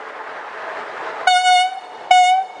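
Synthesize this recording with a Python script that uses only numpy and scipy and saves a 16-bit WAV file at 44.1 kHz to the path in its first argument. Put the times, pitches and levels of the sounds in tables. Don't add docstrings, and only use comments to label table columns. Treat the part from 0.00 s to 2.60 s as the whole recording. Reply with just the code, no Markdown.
import sys
import numpy as np
from scipy import signal
from scipy.io import wavfile
from scipy.ndimage import uniform_filter1d, map_coordinates

SR = 44100
rng = np.random.default_rng(int(sys.argv[2]) if len(sys.argv) > 2 else 0)


def natural_amplitude(level_db):
    exponent = np.asarray(level_db, float) / 20
    return 10 ** exponent


def dump(signal):
    limited = np.clip(np.atleast_2d(signal).T, -1, 1)
    pcm = np.round(limited * 32767).astype(np.int16)
    wavfile.write(sys.argv[1], SR, pcm)


N = 114660
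t = np.arange(N) / SR


def unit(x):
    return x / np.sqrt(np.mean(x ** 2) + 1e-20)


def along(points, hz):
    f, value = np.transpose(points)
    return np.interp(np.log(hz + 1), np.log(f + 1), value)


def wobble(rate):
    return map_coordinates(rng.standard_normal(400), [t * rate])


def rush(gain, patchy_db):
    hz, s, z = signal.stft(rng.standard_normal(N + 1024), SR, nperseg=1024)
    patches = uniform_filter1d(rng.standard_normal(z.shape), 6, 0)
    patches = uniform_filter1d(patches, 4, 1)
    coloured = z * gain(hz[:, None], s) * natural_amplitude(patchy_db * unit(patches))
    return unit(signal.istft(coloured, nperseg=1024)[1][:N])


def body_shade_db(hz, s):
    centre_hz, width_octaves, start_s, db_per_s = 1670, 0.78, 0.75, -6
    octaves = np.log2((hz + 1) / centre_hz)
    return db_per_s * np.clip(s - start_s, 0, None) * np.exp(-(octaves / width_octaves) ** 2)


# (frequency [Hz], level [dB per Hz])
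RUMBLE_COLOUR = [(18, -88.5), (30, -36), (65, -21), (198, -11), (300, -9.5), (390, -39), (660, -120)]


def rumble():
    return rush(lambda hz, s: natural_amplitude(along(RUMBLE_COLOUR, hz)), patchy_db=2.5)


# (frequency [Hz], level [dB per Hz])
ROAR_COLOUR = [(150, -55.5), (250, -16.5), (441, -4.5), (656, -2.5), (709, -1), (892, -3), (1750, -2.5),
               (2380, -13.5), (9730, -44), (12600, -69.5), (21400, -120)]


def roar():
    return rush(lambda hz, s: natural_amplitude(along(ROAR_COLOUR, hz) + body_shade_db(hz, s)), patchy_db=1.25)


# (frequency [Hz], width [Hz], level [dB])
SINGING_BANDS = [(443, 22, -13), (572, 4, -23), (643, 9.8, -11.5), (875, 59, -7), (1038, 62, -13),
                 (1240, 16, -20), (1600, 67, -25.5)]


def singing_bands():
    rise_per_s = 0.012
    out = np.zeros(N)
    for centre_hz, width_hz, level_db in SINGING_BANDS:
        def band(hz, s):
            drifted_hz = centre_hz * (1 + rise_per_s * (s - 0.6))
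            return np.exp(-((hz - drifted_hz) / width_hz) ** 2) * natural_amplitude(body_shade_db(hz, s))

        out += natural_amplitude(level_db + 3.2 * wobble(14)) * rush(band, patchy_db=-1.0)
    return out


# (time [s], level [dB])
ROLLING_LEVEL = [(0.0, -35.5), (1.224, -30.5), (1.25, -32.5)]


def rolling():
    end_db, rumble_db = -30, -26
    s, db = np.transpose(ROLLING_LEVEL)
    level_db = np.interp(t, [*s, t[-1]], [*db, end_db])
    level_db += 0.53 * wobble(5.2) + 1.2 * wobble(23.86)
    return natural_amplitude(level_db) * (roar() + singing_bands() + natural_amplitude(rumble_db) * rumble())


# (frequency [Hz], time to fade by 60 dB [s])
ECHO_FADE = [(500, 1.14), (1500, 1.11), (4000, 1.15), (9000, 0.89)]


def fields(x):
    wait_s, stretch_s, stretch_rate = 0.03, 0.00004, 25
    hz, s, z = signal.stft(rng.standard_normal((3, 2 * SR)), SR, nperseg=256)
    fading = z * natural_amplitude(-60 * s / along(ECHO_FADE, hz)[:, None])
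    tails = signal.istft(fading, SR, nperseg=256)[1]
    tails = tails / np.linalg.norm(tails)
    late = np.pad(x, (int(wait_s * SR), 0))
    out = np.zeros(N)
    for echo in signal.fftconvolve(late[None], tails, axes=1):
        moved_s = np.clip(t + stretch_s * wobble(stretch_rate), 0, None)
        out += map_coordinates(echo, [moved_s * SR])
    return out


# (delay at first [s], delay at last [s], level [dB])
GROUND_BOUNCE = (0.002124, .0026, -16)


def with_ground(x):
    first_s, last_s, level_db = GROUND_BOUNCE
    delay = np.interp(t, [0, t[-1]], [first_s, last_s])
    return x - natural_amplitude(level_db) * map_coordinates(x, [np.clip(t - delay, 0, None) * SR])


# (opens [s], shuts [s], held pitch [Hz], climb as air runs out [Hz per s])
VALVE_PRESSES = [
    (1.272, 1.315, 731.5, 185),
    (1.435, 1.535, 731, 230),
    (2.108, 2.205, 731, 260),
]


def pitch_hz():
    sag_hz, sag_s, settle_s, top_hz, kick_hz = 8, 0.04, 0.022, 770, 9
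    hz = np.full(N, VALVE_PRESSES[0][2] + kick_hz)
    for opens, shuts, held_hz, climb in VALVE_PRESSES:
        after = np.clip(t - shuts, 0, None)
        sag = sag_hz * np.sin(np.pi / 2 * np.clip(after / sag_s, 0, 1)) ** 2
        own = held_hz - sag + climb * np.clip(after - sag_s, 0, None)
        left_over = min(hz[round(opens * SR)] - held_hz, kick_hz)
        carry = left_over * np.exp(-np.clip(t - opens, 0, None) / settle_s)
        hz = np.where(t < opens, hz, np.minimum(own + carry, top_hz))
    return uniform_filter1d(hz, size=500)


def rushing_air(start):
    breath_db, puff_db, puff_s = -49, -19, 0.0061
    noise = unit(signal.lfilter([0.1], [1, -0.9], rng.standard_normal(N)))
    return 1 + noise * (natural_amplitude(breath_db) + natural_amplitude(puff_db) * np.exp(-np.abs(t - start) / puff_s))


# (start [s], end [s], depth [dB])
CAMERA_DUCKS = [
    (1.273, 1.706, -11),
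    (2.11, 2.395, -11.5),
]
# (time [s], level [dB], dullness [dB per octave])
BLAST_SHAPES = [
    [(1.275, -12.5, 0.5), (1.37, -9.5, 1), (1.432, -19, 0), (1.475, -10, -0.5), (1.53, -8, 2),
     (1.615, -10, 0.5), (1.655, -14, 4.5), (1.685, -24, 3), (1.79, -28, 16)],
    [(2.112, -10, 0.5), (2.15, -8, 0), (2.21, -7.5, 1.5), (2.26, -10, 0), (2.3, -9, 1.5), (2.35, -11.5, 7),
     (2.39, -13, 11), (2.42, -18.5, 10), (2.445, -39, 31)],
]
# (multiple of the pitch, level [dB])
HORN_TONES = [
    [(1, -3.5), (2, -20), (3, -13), (4, -14), (5, -15.5), (6, -21.5), (7, -28.5), (8, -28), (9, -27.5),
     (10, -29.5), (11, -34), (12, -27), (13, -29.5)],
    [(1, -2), (2, -21), (3, -14.5), (4, -18), (5, -21), (6, -28.5), (7, -31), (8, -32), (9, -29.5),
     (10, -30), (11, -36.5), (12, -34), (13, -35.5)],
]


def horn():
    attack_s, late_s, cutoff_s = 0.0055, 0.00039, 0.0033
    shimmer_db, second_fade_db, shimmer_rate = 1, 5, 25
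    flutter_db, flutter_rate, jitter_hz = 1.63, 70, 0.97
    out = np.zeros(N)
    phase = 2 * np.pi * np.cumsum(pitch_hz() + jitter_hz * wobble(69)) / SR
    for shape, tones, (start, _, duck_db) in zip(BLAST_SHAPES, HORN_TONES, CAMERA_DUCKS):
        s, db, dull = np.transpose(shape)
        blast_db = np.interp(t, s, db) - duck_db
        dull_db = np.interp(t, s, dull)
        fade = np.clip((s[-1] - t) / cutoff_s + 1, 0, 1)
        air = rushing_air(start)
        for k, tone_db in tones:
            wait = start + late_s * (k - 1) - t
            rise = 1 / (1 + np.exp(np.clip(wait / attack_s * 4, -50, 50)))
            slow_db = (second_fade_db if k == 2 else shimmer_db) * wobble(shimmer_rate)
            shimmer = np.log2(k) ** 0.3 * (slow_db + flutter_db * wobble(flutter_rate))
            gain = natural_amplitude(blast_db + tone_db + shimmer - np.log2(k) * dull_db)
            tone = np.sin(k * phase + 2.7 * (k > 1))
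            out -= np.sqrt(2) * rise * fade * gain * air * tone
    return with_ground(out)


def gain_control_db():
    duck_s, recover_db_per_s = 0.0091, 24
    curves = []
    for start, end, depth_db in CAMERA_DUCKS:
        drop = depth_db * (1 - np.exp(-np.clip(t - start, 0, None) / duck_s))
        recovery = recover_db_per_s * np.clip(t - end, 0, None)
        curves.append(np.minimum(0, drop + recovery))
    return np.min(curves, axis=0)


def scene():
    echo_db = -20
    blast = horn()
    return (rolling() + natural_amplitude(echo_db) * fields(blast) + blast)[None]


def roll_off(x):
    return signal.sosfilt(signal.butter(12, 9880, fs=SR, output="sos"), x)


def record(dry):
    low_cut = signal.butter(2, 71, "high", fs=SR, output="sos")
    mix = signal.sosfilt(low_cut, dry) * natural_amplitude(gain_control_db())
    return roll_off(mix)


dry = scene()
out = record(dry)
dump(out)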